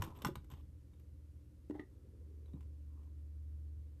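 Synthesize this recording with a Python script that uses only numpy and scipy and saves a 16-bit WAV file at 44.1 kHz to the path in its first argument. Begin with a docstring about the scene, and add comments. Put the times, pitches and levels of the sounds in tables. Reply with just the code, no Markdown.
"""Watch bracelet on a plastic stand

A steel bracelet is let go on its stand: the links click, slide and rattle, and the stand bumps the desk.
Hands then take the stand by its foot with two hollow knocks and a short scrape; fingers rub faintly.
It is all heard from close by, in a small quiet room with a low, fan-like hum."""
import sys
import numpy as np
from scipy import signal
from scipy.fft import rfft, irfft
from scipy.io import wavfile

SR = 44100
rng = np.random.default_rng(int(sys.argv[2]) if len(sys.argv) > 2 else 0)


def to_wav(sig):
    """Store sig (one row per channel, or 1-D mono) as 16-bit WAV at the path in sys.argv[1].

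    Samples outside -1..1 are clipped; the rate is SR.
    """
    pcm = np.clip(np.atleast_2d(sig), -1, 1) * 32767
    pcm = np.round(pcm).astype(np.int16)
    wavfile.write(sys.argv[1], SR, pcm.T)  # frames by channels


N = 176400
RING_SAMPLES = int(.2 * SR)
HARD_ATTACK_S, PLASTIC_ATTACK_S = 0.00048, 0.0017


def undb(db):
    """Decibels to gain."""
    return 10 ** (np.asarray(db) / 20)


def add(out, at, sound):
    """Mix a sound in at a time in seconds."""
    i = int(round(at * SR))
    sound, i = sound[max(-i, 0):], max(i, 0)
    out[i:i + len(sound)] += sound[:N - i]


def colour(x, points):
    """Shape a signal with an EQ curve of (Hz, dB) points and bring it to rms 1."""
    hz, db = np.array(points, float).T
    freqs = np.maximum(np.fft.rfftfreq(len(x), 1 / SR), 1)
    gain = undb(np.interp(np.log(freqs), np.log(hz), db))
    shaped = irfft(rfft(x) * gain, len(x))
    return shaped / shaped.std()


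def wander(rate_hz):
    """A smooth random drift with a spread of 1."""
    smoothing = np.exp(-(np.fft.rfftfreq(N, 1 / SR) / rate_hz) ** 2)
    drift = irfft(rfft(rng.standard_normal(N)) * smoothing, N)
    return drift / drift.std()


def fade(t60, attack):
    """Envelope of one blow: a quick rise, then a decay of 60 dB in t60 seconds."""
    t = np.arange(RING_SAMPLES) / SR
    return (1 - np.exp(-t / attack)) * np.exp(-np.log(1000) * t / t60)


def tone(hz, t60, attack):
    """One struck mode: a dying sine."""
    return np.sin(2 * np.pi * hz * np.arange(RING_SAMPLES) / SR) * fade(t60, attack)


def ring(modes, attack, scatter_db=1.2, detune=.006):
    """A struck object; each point of contact weights, detunes and flips its modes differently."""
    chance = rng.standard_normal((len(modes), 3))
    return sum(np.sign(flip) * undb(db + scatter_db * weight) * tone(hz * (1 + detune * bend), t60, attack)
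               for (hz, db, t60), (weight, bend, flip) in zip(modes, chance))


def crack(eq):
    """The brief burst of noise at a contact."""
    return colour(rng.standard_normal(RING_SAMPLES), eq) * fade(t60=0.037, attack=HARD_ATTACK_S)


def friction(strokes, eq, grain_db):
    """Dense tiny slips of uneven size, swelling and fading with each stroke."""
    t = np.arange(N) / SR
    slips = rng.standard_normal(N) * undb(grain_db * wander(250))
    effort = np.zeros(N)
    for start, length, db in strokes:
        progress = np.clip((t - start) / length, 0, 1)
        effort += undb(db) * np.sqrt(np.sin(np.pi * progress).clip(0))
    return colour(slips, eq) * effort


# The path of the main hum. Each row: time in seconds, pitch in Hz, level in dB.
HUM_PATH = [(0, 78.08, -63), (0.499, 77.41, -56), (0.949, 76.65, -58), (1.25, 76.15, -53.5),
            (1.6, 75.42, -61), (1.851, 74.36, -63.5), (2.25, 76.01, -53), (2.65, 74.16, -49.5),
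            (3.05, 74.32, -50.5), (3.55, 74.96, -46), (3.852, 75.1, -48), (4, 74.9, -55.5)]
# Steady pitches beside it. Each row: pitch in Hz, average level in dB.
HUM_LINES = [(58.5, -66), (91.5, -68.5), (119.3, -68), (181.5, -77), (296, -76)]
# Bass-heavy room air. Each row: frequency in Hz, relative level in dB.
AIR_EQ = [(20, 0), (45, 4), (62, 14.5), (95, 13.5), (135, 6), (200, -2), (300, 3), (400, -8), (520, -7.5),
          (680, -21.5), (1200, -23.5), (3000, -29), (7000, -31), (13500, -31)]


def room_tone():
    """A fan-like hum swells and sinks over weaker steady tones and a bed of air."""
    t = np.arange(N) / SR
    times, hz, db = np.array(HUM_PATH).T
    phase = 2 * np.pi * np.cumsum(np.interp(t, times, hz)) / SR
    hum = undb(np.interp(t, times, db)) * np.sin(phase)
    for line_hz, line_db in HUM_LINES:
        level = undb(line_db + 0.62 * wander(1))
        hum += level * np.sin(2 * np.pi * (line_hz * t + rng.random()))
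    air = undb(-63) * colour(rng.standard_normal(N), AIR_EQ)
    return np.sqrt(2) * hum + air


# Fingertip taps. Each row: start in seconds, note level in dB, pitch in Hz, contact level in dB.
TAPS = [(0.934, -71.5, 3680, -74), (2.4581, -70.5, 3900, -74), (2.481, -74, 3505, -81),
        (2.5337, -70, 3790, -71.5), (2.607, -86, 2818, -65), (2.628, -75, 2830, -74),
        (3.032, -85, 2600, -75)]
# The plastic's ring under a finger or link. Each row: pitch in Hz, relative level in dB, t60 in seconds.
PLASTIC_MODES = [(847, -3.5, 0.0268), (986, -8, 0.054), (1035, 6, 0.017), (1229, -12, 0.059),
                 (1370, -11.5, 0.027), (1473, -9, 0.0362)]
# Finger and palm strokes. Each row: start in seconds, length in seconds, level in dB.
FINGER_RUBS = [(-0.05, 0.18, -51.5), (0.13, .13, -57), (0.49, 0.12, -68), (2.475, .035, -76),
               (2.54, 0.052, -71.5), (2.89, 0.21, -77)]
PALM_RUBS = [(1.73, 0.99, -70), (0.31, 0.36, -74.5)]
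# The tone of tap, finger and palm. Each row: frequency in Hz, relative level in dB.
TAP_EQ = [(300, -11), (1000, 1), (2900, 2.5), (4600, -10.5), (8000, -8), (14000, -8.5)]
FINGER_EQ = [(150, 4.5), (330, 3), (650, -9.5), (850, -3), (1000, 1), (1200, -4), (1450, -22.5),
             (3300, -26), (4500, -31), (14000, -34.5)]
PALM_EQ = [(100, -13.5), (230, 3.5), (320, 4), (430, 3), (520, -2), (700, -26.5), (1200, -24.5),
           (3000, -41), (14000, -49.5)]


def hands(attack_s=0.0016):
    """Fingertips tap lightly and rub over the plastic; the palm rubs more dully."""
    out = np.zeros(N)
    for at, note_db, hz, contact_db in TAPS:
        note = tone(hz, t60=0.034, attack=attack_s)
        contact = crack(TAP_EQ) + ring(PLASTIC_MODES, attack_s)
        add(out, at, undb(note_db) * note + undb(contact_db) * contact)
    return out + friction(FINGER_RUBS, FINGER_EQ, grain_db=3) + friction(PALM_RUBS, PALM_EQ, grain_db=3)


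# Dull thuds on the desk. Each row: start in seconds, level in dB, pitch in Hz, t60 in seconds.
DESK_BUMPS = [(0.001, -29.5, 95, .13), (0.025, -47.5, 326.3, 0.21), (0.2396, -39, 219.7, 0.19),
              (0.252, -42.5, 277.4, .12), (0.2629, -26.5, 165.5, 0.054), (0.287, -31, 350, 0.053),
              (0.305, -40, 136, 0.069), (0.37, -37.5, 111, 0.059), (0.514, -56, 248, 0.091),
              (0.525, -42, 127, 0.058), (2.534, -46.5, 270, .06), (2.541, -34, 166, 0.049),
              (2.556, -48, 291, .06)]


def desk_bumps(attack_s=0.0015):
    """The stand bumps the desk: a low mode with a quieter overtone that rings longer."""
    out = np.zeros(N)
    for at, db, hz, t60 in DESK_BUMPS:
        overtone = undb(-13.5) * tone(hz * 1.55, t60 * 1.46, attack_s)
        add(out, at, undb(db) * (tone(hz, t60, attack_s) + overtone))
    return out


# Hits that bunch into the two knocks. Each row: start in seconds, body level in dB, clack level in dB.
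FOOT_HITS = [(1.699, -38, -84), (1.708, -41.5, -57.5), (1.751, -48, -58), (1.795, -44, -41.5)]
# The foot's hollow body and its clack. Each row: pitch in Hz, relative level in dB, t60 in seconds.
BODY_MODES = [(247, -6, .06), (299.6, 0, 0.13), (309.6, 4, 0.038), (363.5, -7, 0.13), (444, -11, 0.076),
              (612, -15, 0.057), (790, -17.5, 0.067)]
CLACK_MODES = [(850, -14, 0.049), (1216, -20, 0.093), (1720, -17, 0.043), (1920, 4.5, 0.018),
               (2510, -18, 0.025), (3030, -33, .03)]
# The dull contact noise of a knock. Each row: frequency in Hz, relative level in dB.
KNOCK_EQ = [(300, 4), (1000, 1), (2900, 0.5), (4600, -5.5), (6000, -16), (14000, -22)]


def foot_knocks():
    """The hollow foot knocks as the hands take it: a low body under a brighter clack."""
    out = np.zeros(N)
    for at, body_db, clack_db in FOOT_HITS:
        body = ring(BODY_MODES, PLASTIC_ATTACK_S)
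        clack = ring(CLACK_MODES, PLASTIC_ATTACK_S) + undb(-17.5) * crack(KNOCK_EQ)
        add(out, at, undb(body_db) * body + undb(clack_db) * clack)
    return out


# The foot's scrape and the stand's sway. Each row: start in seconds, length in seconds, level in dB.
FOOT_SCRAPES = [(1.741, 0.028, -57), (1.76, 0.056, -62.5), (1.805, 0.017, -74)]
STAND_SWAYS = [(0.17, .66, -59)]
# The tone of each. Each row: frequency in Hz, relative level in dB.
SCRAPE_EQ = [(200, -10), (305, -0.5), (450, 1), (680, -7), (820, 2), (980, -11), (1200, -13.5), (1600, -21),
             (1950, -10), (2500, -39), (3300, -26), (4500, -37), (14000, -44)]
SWAY_EQ = [(15, -13), (30, -12.5), (48, -1), (90, 0.5), (160, -15.5), (400, -53), (2000, -73.5)]


def stand_shifts():
    """The foot scrapes briefly when taken; the stand rumbles low as it settles."""
    return friction(FOOT_SCRAPES, SCRAPE_EQ, grain_db=1) + friction(STAND_SWAYS, SWAY_EQ, grain_db=0)


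# Slips of the bracelet. Each row: start in seconds, length in seconds, level in dB.
LINK_SLIDES = [(0.028, 0.057, -67.5), (0.152, .03, -68), (0.5, 0.053, -70.5), (0.55, .07, -75.5),
               (0.98, 0.039, -92)]
# The bright hiss of sliding steel. Each row: frequency in Hz, relative level in dB.
SLIDE_EQ = [(800, 8), (2000, 2), (3100, 9.5), (4500, -1.5), (6000, -11.5), (7900, -2), (9500, -18),
            (12000, -13), (13200, 7.5), (14000, -2)]
# A link's ring and its high tick. Each row: pitch in Hz, relative level in dB, t60 in seconds.
STEEL_MODES = [(2037, -13.5, 0.013), (2300, -12, 0.013), (2839, -9, 0.073), (3520, 0.5, 0.026),
               (3530, -12, 0.031), (4550, -18, 0.017), (5400, -6.5, .018), (5900, -15, .04),
               (6550, -13, .035), (7300, -15, .02), (8120, -11.5, .045)]
TICK_MODES = [(9570, -16.5, .015), (11380, -7.5, .015), (12500, -8.5, 0.0175), (12850, -5.5, 0.028),
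              (13500, -4.5, 0.018)]


def link_slides(ticks_per_s=110, max_ticks=12, tick_db=-5, spread_db=3):
    """The bracelet hisses as it slides, and its loose links rattle in tiny uneven ticks."""
    rattle = np.zeros(N)
    for start, length, slide_db in LINK_SLIDES:
        for k in range(max_ticks):
            delay = (k + rng.random()) / ticks_per_s
            level = undb(slide_db + tick_db + spread_db * rng.standard_normal())
            tick = ring(STEEL_MODES[2::2] + TICK_MODES[1::2], HARD_ATTACK_S)
            if delay < length:
                add(rattle, start + delay, level * tick)
    return rattle + friction(LINK_SLIDES, SLIDE_EQ, grain_db=4)


# Link hits. Each row: start in seconds, steel, plastic and tick levels in dB, the link's note in Hz.
LINK_HITS = [(0.0209, -41.5, -37, -44, 3040), (0.023, -70, -50, -43, 8300), (0.0385, -52, -61, -61, 8800),
             (0.046, -59, -59, -50, 5670), (0.174, -73, -77, -59, 5750), (0.188, -64, -75, -83, 7900),
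             (0.1945, -99, -72.5, -74, 7500), (0.2196, -50.5, -68, -49, 3000),
             (0.2478, -38, -25, -42, 5480), (0.2545, -62, -46, -40, 8000), (0.2671, -47, -49, -52, 3506),
             (0.2707, -51.5, -52.5, -50, 2930), (0.282, -60, -47, -51, 3430),
             (0.3549, -50.5, -42.5, -50, 3820), (0.444, -71, -88, -70, 7700), (0.5015, -67, -54, -58, 7160),
             (0.514, -62, -66, -63, 8000), (0.518, -61.5, -57.5, -64, 2970), (0.5363, -64, -69, -69, 2940),
             (0.997, -75, -98, -69, 12300), (1.6965, -69, -87, -76, 8000), (1.708, -70, -55.5, -79, 4160)]
# The snap of a link's contact. Each row: frequency in Hz, relative level in dB.
SNAP_EQ = [(300, 12), (1200, 9.5), (3500, 3.5), (4600, -3), (8000, -1), (14000, -17)]


def link_clicks():
    """Steel links strike each other and the plastic stand, each hit with its own note."""
    out = np.zeros(N)
    for at, steel_db, plastic_db, tick_db, hz in LINK_HITS:
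        note = undb(-1.5) * tone(hz, t60=0.02, attack=HARD_ATTACK_S)
        steel = .5 * ring(STEEL_MODES, HARD_ATTACK_S) + note + undb(3) * crack(SNAP_EQ)
        plastic = ring(PLASTIC_MODES, PLASTIC_ATTACK_S)
        tick = ring(TICK_MODES, HARD_ATTACK_S)
        add(out, at, undb(steel_db) * steel + undb(plastic_db) * plastic + undb(tick_db) * tick)
    return out


def room(x, wet_db, low_t60=0.17, high_t60=0.14, split_hz=3000, build_s=0.0097):
    """The small room adds a short diffuse tail whose treble dies first."""
    t = np.arange(SR // 2) / SR
    noise = rng.standard_normal(len(t))
    low = signal.sosfilt(signal.butter(2, split_hz, fs=SR, output="sos"), noise)
    high = signal.sosfilt(signal.butter(2, split_hz, "high", fs=SR, output="sos"), noise)
    tail = low * np.exp(-np.log(1000) * t / low_t60) - high * np.exp(-np.log(1000) * t / high_t60)
    tail *= 1 - np.exp(-(t / build_s) ** 2)
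    return x + undb(wet_db) * signal.fftconvolve(x, tail / np.linalg.norm(tail))[:N]


def scene():
    """Bracelet, hands and stand in the room, over its hum, in mono."""
    bracelet_and_hands = link_clicks() + link_slides() + hands()
    stand = desk_bumps() + foot_knocks() + stand_shifts()
    return (room(bracelet_and_hands, wet_db=-12.5) + room(stand, wet_db=-11) + room_tone())[None]


def record(dry):
    """A steep low-pass cuts the treble above 13.8 kHz."""
    return signal.sosfilt(signal.ellip(10, .2, 70, 13800, fs=SR, output="sos"), dry)


dry = scene()
out = record(dry)
to_wav(out)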